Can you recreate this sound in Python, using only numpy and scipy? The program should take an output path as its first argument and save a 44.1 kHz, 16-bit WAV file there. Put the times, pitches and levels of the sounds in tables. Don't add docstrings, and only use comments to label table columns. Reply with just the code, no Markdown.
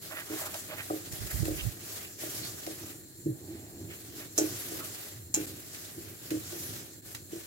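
import sys
import numpy as np
from scipy import signal
from scipy.fft import rfft, irfft
from scipy.io import wavfile

SR = 44100
rng = np.random.default_rng(int(sys.argv[2]) if len(sys.argv) > 2 else 0)


def inscribe(sig):
    pcm = np.round(np.clip(np.atleast_2d(sig).T, -1, 1) * 32767)
    wavfile.write(sys.argv[1], SR, pcm.astype(np.int16))


N = 328986
T = np.arange(N) / SR

# (frequency [Hz], relative density [dB])
SIZZLE_SPECTRUM = [(240, -23.5), (400, 5), (496, -5), (597, 0), (932, -8.5), (1700, -3), (2500, -5.5),
                   (4340, -4), (6000, -4), (7300, -1.5), (8670, -4.5), (12700, -1.5), (15800, -4.5)]
SIMMER_SPECTRUM = [(300, 12), (900, -4.5), (3000, -12), (5000, -2.5), (6600, 1.5), (8200, 3), (11000, 3.5),
                   (15800, 1)]
DRAG_SPECTRUM = [(30, -35), (60, -11), (100, 8), (135, 1.5), (225, -5), (330, 4.5), (410, -5), (490, -10.5),
                 (680, -15.5), (1100, -41)]
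CLACK_SPECTRUM = [(300, -2.5), (1000, -15), (4600, -10.5), (5600, -5), (6500, 3), (7500, 4), (8500, -2.5),
                  (14000, -8)]
TICK_SPECTRUM = [(300, 12.5), (900, 1.1), (2000, 13), (3200, 8), (4600, 9.9), (9000, 7.5), (15800, 2.8)]
DRAUGHT_SPECTRUM = [(20, -40), (55, 1.5), (80, -1.5), (120, -1.5), (185, -13), (400, -35.5), (1500, -75.5)]
# (centre [Hz], width [Hz], gain [dB])
SIMMER_PEAKS = [(1720, 320, -2), (4290, 280, 3.5), (7414, 150, 12.5), (14500, 600, -7)]
# (frequency [Hz], level [dB], t60 [s])
POT_MODES = [(97, -27, 0.16), (136, -22, 0.16), (191, -27.5, 0.17), (257, -14.5, 0.047), (312, 0, 0.075),
             (354.4, -4, 0.096), (416, -9.5, 0.092), (465, -11, 0.1), (532, -8, 0.12), (599, -7.5, 0.13),
             (679, -4, 0.089), (760, -5.5, .06), (1220, -4, 0.045)]
WALL_MODES = [(845, -12, .25), (1477, -10, .33), (1716, -12, .2), (2352, -11, .3), (2730, -15, .18),
              (3270, -13, .16), (4043, -12, .16), (5488, -11, .2), (5838, -9, .24), (6105, -9, .26),
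              (6330, -11, .22), (6885, -9, .2), (7200, -10, .2), (7719, -8, .18)]

# (centre time [s], level [dB], sigma [s])
AIR_PUFFS = [(1.127, -32, 0.012), (1.244, -30.5, 0.028), (1.347, -25, 0.012), (1.417, -23.5, 0.02),
             (1.492, -35.5, 0.088), (1.666, -25.5, 0.023)]
# (start [s], rise [s], length [s], sizzle level [dB])
SPOON_SWEEPS = [(0.0, 0.034, 0.2, -50), (0.223, 0.12, 0.2, -45), (0.445, 0.07, 0.62, -49),
                (1.104, 0.02, 0.57, -47), (1.728, 0.19, 0.27, -46), (2.172, 0.033, 0.32, -46.5),
                (2.525, 0.049, 0.37, -50.5), (3.29, 0.17, 0.67, -59.5), (3.855, 0.06, 0.24, -54),
                (4.106, 0.064, 0.13, -51), (4.349, 0.038, 0.43, -45.5), (4.803, 0.068, 0.28, -48.5),
                (5.334, 0.014, 0.095, -47), (5.45, 0.017, 0.34, -53.5), (5.702, 0.033, 0.24, -52),
                (5.946, 0.15, 0.14, -50.5), (6.13, 0.13, 0.28, -50.5), (6.378, 0.14, 0.41, -48),
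                (7.029, 0.03, 0.089, -52.5), (7.279, 0.046, 0.14, -51.5)]
# (centre time [s], level [dB], sigma [s], pitch [Hz])
GRIT_SCRAPES = [(1.28, -56, 0.16, 5400), (1.33, -52.5, 0.11, 12000), (2.37, -51.5, 0.18, 5860),
                (2.46, -45, .022, 10900), (4.47, -47, 0.067, 5940), (5.78, -57.5, 0.15, 5670),
                (6.63, -50.5, 0.16, 6360), (6.64, -46, .06, 11000)]
# (centre time [s], level [dB], sigma [s], pitch [Hz], width [Hz])
GRAIN_RASPS = [(0.123, -45.5, 0.013, 1480, 1200), (0.186, -42.5, 0.026, 1750, 850),
               (0.327, -49, 0.036, 1600, 1790), (0.44, -45.5, 0.042, 1200, 1000),
               (0.555, -46, .011, 750, 990), (0.725, -44, 0.023, 1220, 1700),
               (0.801, -41, 0.018, 1860, 690), (1.31, -46.5, 0.016, 1800, 447),
               (1.601, -40, 0.013, 2950, 600), (2.05, -51, 0.011, 2750, 350),
               (2.448, -47, 0.024, 4420, 400), (2.822, -62, .07, 1230, 1200), (3.62, -66, 0.2, 770, 300),
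               (3.55, -63, 0.04, 1900, 700), (3.927, -51.5, 0.02, 2450, 1190),
               (4.223, -52.5, 0.026, 1850, 1230), (4.816, -49, 0.02, 1270, 150)]
# (centre time [s], level [dB], sigma [s])
SPOON_RUBS = [(1.063, -52.5, 0.61), (1.795, -49.5, 0.049), (2.416, -47.5, 0.12), (2.834, -48.5, 0.1),
              (3.5, -47, 0.15), (3.825, -44.5, 0.1), (4.164, -47, 0.1), (4.53, -45, 0.061),
              (4.772, -45, 0.075), (5.47, -44, 0.089), (6.056, -49, 0.076), (6.45, -49.5, 0.19),
              (6.733, -46.5, 0.1)]
# (centre time [s], level [dB], sigma [s], slip rate [Hz])
SPOON_JUDDERS = [(3.3, -34.5, 0.029, 135), (3.52, -43, 0.03, 335), (5.204, -46, 0.062, 95)]
# (time [s], level [dB], contact [ms], ring pitch [Hz], rebound level [dB])
SPOON_BUMPS = [(0.300, -32, 2.1, 313.4, -2), (0.9014, -32, 0.47, 313.7, -1), (1.423, -32.5, 1.9, 322.6, -2),
               (1.476, -31.5, 1.15, 309.6, -1.5), (2.231, -40.5, 0.64, 321, -2),
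               (2.669, -36.5, 0.95, 318.6, -7), (3.259, -17.5, 2.84, 320.6, -7),
               (4.380, -29, 0.6, 314, -3.5), (4.4085, -26.5, 2.2, 311, -4), (4.714, -37.5, 1.5, 321, -5),
               (5.368, -26, 2.04, 310.5, -6.5), (5.975, -32, 2.8, 328, -11.5),
               (6.311, -22.5, 2.35, 313, -3.5), (6.524, -38.5, 1.5, 339, -4.5),
               (7.326, -30.5, 2.2, 334, -5.5)]
# (delay [ring cycles], level [dB])
SPOON_REBOUNDS = [(3, -3), (8, 0), (11, -1), (17, -6)]
# (time [s], level [dB], decay [ms], pitch [Hz])
RIM_CLACKS = [(4.378, -15, 7.3, 5500), (4.384, -22.5, 6.1, 6330), (5.3411, -14, 3.1, 6700),
              (5.345, -20.5, 5.1, 7000)]
# (time [s], level [dB], decay [ms])
EDGE_TICKS = [(0.542, -31, 4.5), (1.454, -30, 3.2), (2.665, -35.5, 7.2), (5.746, -39.5, 8.4),
              (6.305, -34, 12), (7.148, -33.5, 8.1)]
# (centre time [s], depth [dB], sigma [s])
LEVEL_DIPS = [(5.463, 11, 0.0022), (7.016, 9.5, 0.0039)]

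HOLLOW_HZ, HOLLOW_WIDTH_HZ = 638, 54
POT_RING_HZ = 312
DRYING_DB_PER_S, RESTING_CRACKLE_DB = 71.5, -68
GLIDE_DB = -54.5
FORCE_LEAD_S, MIN_REBOUND_CONTACT_MS = .005, 1.65
RIGHT_LAG_SAMPLES = 7
LOW_CUT_HZ, HIGH_CUT_HZ = 42, 15850


def undb(db):
    return np.exp(np.asarray(db) * (np.log(10) / 20))


def unit_rms(x):
    return x / np.sqrt(np.mean(x ** 2))


def pan(db):
    return undb(np.array([[db], [-db]]) / 2)


def convolve(x, response):
    return signal.fftconvolve(np.atleast_2d(x), np.atleast_2d(response), axes=1)[:, :N]


def colour(x, spectrum, size=4096):
    hz, db = np.transpose(spectrum)
    bins_hz = np.maximum(np.arange(size // 2 + 1) * SR / size, 1)
    gain = undb(np.interp(np.log(bins_hz), np.log(hz), db))
    cepstrum = irfft(np.log(gain))
    response = irfft(np.exp(rfft(2 * cepstrum[:size // 2], size)))
    return convolve(x, response / np.linalg.norm(response))


def band(x, hz, width_hz):
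    return signal.lfilter(*signal.iirpeak(hz, hz / width_hz, fs=SR), x)


def modal_response(modes, twist_rad):
    t = T[:SR // 2]
    sides = np.array([[1], [-1]])
    response = 0
    for k, (hz, db, t60_s) in enumerate(modes):
        skew_rad = sides * np.minimum(twist_rad * (hz / 1000) ** 2, np.pi / 4)
        decay = undb(db - 60 * t / t60_s)
        response = response + (-1) ** k * decay * np.cos(2 * np.pi * hz * t + skew_rad)
    return response


def noise():
    return rng.standard_normal(N)


def pops(rate_hz, spread_db):
    fires = rng.random(N) < rate_hz / SR
    size = undb(spread_db * np.minimum(rng.exponential(size=N), 4))
    return unit_rms(fires * size * noise())


def stereo(source, correlation):
    return np.sqrt(correlation) * source() + np.sqrt(1 - correlation) * np.array([source(), source()])


def flutter(rate_hz, depth_db):
    steps = rng.standard_normal(4096)
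    return undb(depth_db * np.interp(T * rate_hz, np.arange(len(steps)), steps))


def bursts(contacts):
    return sum(undb(db) * (T >= at_s) * np.exp(-np.clip((T - at_s) * 1000 / decay_ms, 0, 50))
               for at_s, db, decay_ms in contacts)


def swell(at_s, sigma_s):
    return np.exp(-.5 * np.minimum(((T - at_s) / sigma_s) ** 2, 100))


def kitchen(x, wet_db, t60_s, build_s):
    t = T[:SR // 2]
    onset = np.minimum(t / build_s, 1) ** 2
    tail = rng.standard_normal((2, len(t))) * undb(-60 * t / t60_s) * onset
    return x + undb(wet_db) * convolve(x, tail / np.linalg.norm(tail, axis=1, keepdims=True))


def draught():
    gusts = sum(undb(db) * swell(at_s, sigma_s) for at_s, db, sigma_s in AIR_PUFFS)
    return colour(stereo(noise, correlation=.28), DRAUGHT_SPECTRUM) * gusts * undb([[-18], [-1]])


def simmer():
    fizz = stereo(lambda: pops(rate_hz=20000, spread_db=1.5), correlation=.17)
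    peaks = sum(undb(db) * band(fizz, hz, width_hz) for hz, width_hz, db in SIMMER_PEAKS)
    return unit_rms(colour(fizz, SIMMER_SPECTRUM) + peaks) * undb(-53)


def flare_envelope():
    power = undb(RESTING_CRACKLE_DB) ** 2
    for start_s, rise_s, length_s, db in SPOON_SWEEPS:
        rise = np.clip((T - start_s) / rise_s, 0, 1)
        drying_s = np.maximum(T - start_s - length_s, 0)
        power = power + (rise * undb(db - DRYING_DB_PER_S * drying_s)) ** 2
    return np.sqrt(power)


def sizzle():
    flare = flare_envelope()
    rate_hz = 30000 * np.sqrt(flare / flare.max())
    bubbles = stereo(lambda: pops(rate_hz, spread_db=0), correlation=.1)
    hiss = colour(bubbles, SIZZLE_SPECTRUM) * flare * flutter(rate_hz=80, depth_db=1.53) * undb(3.5)
    return hiss + band(hiss, hz=1380, width_hz=900) * np.array([[-.25], [.25]])


def bubble_clusters(x):
    return x + sum(band(x, hz, hz / 5) * (flutter(rate_hz=30, depth_db=1.8) - 1)
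                   for hz in np.geomspace(2000, 14000, 10))


def scrapes():
    grit = stereo(noise, correlation=.13)
    out = 0
    for at_s, db, sigma_s, hz in GRIT_SCRAPES:
        scratch = band(band(grit, hz, hz / 2), hz, hz / 2)
        out = out + unit_rms(scratch) * undb(db) * swell(at_s, sigma_s)
    return out


def rasps():
    slips = pops(rate_hz=5000, spread_db=1.5)
    slips = colour(slips, [(200, -23), (640, 3.5), (930, -4.5), (3200, -5), (4800, -12.5), (12000, -39)])
    hollow = unit_rms(band(slips, HOLLOW_HZ, HOLLOW_WIDTH_HZ)) * undb(-10)
    out = 0
    for at_s, db, sigma_s, hz, width_hz in GRAIN_RASPS:
        coupling = min(2 * HOLLOW_HZ / hz, 1) ** 2
        stroke = unit_rms(band(slips, hz, width_hz)) + hollow * coupling
        out = out + stroke * undb(db) * swell(at_s, sigma_s)
    return out * pan(-6)


def drag():
    friction = stereo(lambda: pops(rate_hz=900, spread_db=-.5), correlation=.94)
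    hollow = unit_rms(band(friction, HOLLOW_HZ, 2 * HOLLOW_WIDTH_HZ)) * undb(-22)
    rub_power = sum((undb(db) * swell(at_s, sigma_s)) ** 2 for at_s, db, sigma_s in SPOON_RUBS)
    pressure = np.sqrt(undb(GLIDE_DB) ** 2 + rub_power)
    return (colour(friction, DRAG_SPECTRUM) + hollow) * pressure * pan(-1.9)


def judders():
    waver = flutter(rate_hz=40, depth_db=1.26)
    out = 0
    for at_s, db, sigma_s, slip_hz in SPOON_JUDDERS:
        groan = np.sqrt(2) * np.sin(2 * np.pi * np.cumsum(slip_hz * waver) / SR)
        out = out + groan * undb(db) * swell(at_s, sigma_s)
    return out * pan(-1.1)


def contact_force(delay_s, contact_ms):
    force = swell(FORCE_LEAD_S + delay_s, sigma_s=contact_ms / 4000)[:SR // 10]
    return force / force.sum()


def bumps():
    out = np.zeros((2, N + SR))
    is_overtone = [hz > 1.25 * POT_RING_HZ for hz, *_ in POT_MODES]
    for at_s, db, contact_ms, ring_hz, rebound_db in SPOON_BUMPS:
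        force = contact_force(0, contact_ms)
        rebound_ms = max(contact_ms, MIN_REBOUND_CONTACT_MS)
        for cycles, fall_db in SPOON_REBOUNDS:
            delay_s = (cycles + .04 * rng.standard_normal()) / ring_hz
            force = force + undb(rebound_db + fall_db) * contact_force(delay_s, rebound_ms)
        spot_db = 2 * rng.standard_normal(len(POT_MODES)) * is_overtone
        modes = [(hz * ring_hz / POT_RING_HZ, mode_db + offset_db, t60_s)
                 for (hz, mode_db, t60_s), offset_db in zip(POT_MODES, spot_db)]
        thud = convolve(force, modal_response(modes, twist_rad=1.15))
        start = int((at_s - FORCE_LEAD_S) * SR)
        out[:, start:start + thud.shape[1]] += undb(db) * thud
    out = out + band(out, HOLLOW_HZ, width_hz=300) * (pan(3.6) - 1)
    return out[:, :N] * pan(-1.5) * undb(6)


def clacks_and_ticks():
    rattle = stereo(noise, correlation=.4)
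    chatter = sum((.5 * rattle + undb(1) * band(rattle, hz, width_hz=980)) * bursts([(at_s, db, ms)])
                  for at_s, db, ms, hz in RIM_CLACKS)
    clacks = colour(chatter, CLACK_SPECTRUM) * pan(-1.4)
    ticks = colour(stereo(noise, correlation=.19) * bursts(EDGE_TICKS), TICK_SPECTRUM) * pan(-2.2)
    blows = noise() * bursts([contact[:3] for contact in RIM_CLACKS + EDGE_TICKS])
    wall = convolve(blows, modal_response(WALL_MODES, twist_rad=.38))
    return clacks + ticks + undb(-39) * wall


def scene():
    frying = bubble_clusters(sizzle() + simmer() + scrapes()) + rasps()
    frying = kitchen(frying, wet_db=-16, t60_s=.14, build_s=.002) * undb(1.82)
    thuds = kitchen(bumps(), wet_db=-12, t60_s=.25, build_s=.015)
    knocks = kitchen(clacks_and_ticks(), wet_db=-7, t60_s=.13, build_s=.0057)
    left, right = frying + drag() + judders() + thuds + knocks
    pot = np.array([left, np.pad(right, (RIGHT_LAG_SAMPLES, 0))[:N]])
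    dip_db = sum(db * swell(at_s, sigma_s) for at_s, db, sigma_s in LEVEL_DIPS)
    return (pot + draught()) * undb(-dip_db)


def record(dry):
    highpass = signal.butter(2, LOW_CUT_HZ, "highpass", fs=SR, output="sos")
    lowpass = signal.ellip(10, .2, 70, HIGH_CUT_HZ, fs=SR, output="sos")
    return signal.sosfilt(lowpass, signal.sosfilt(highpass, dry))


dry = scene()
out = record(dry)
inscribe(out)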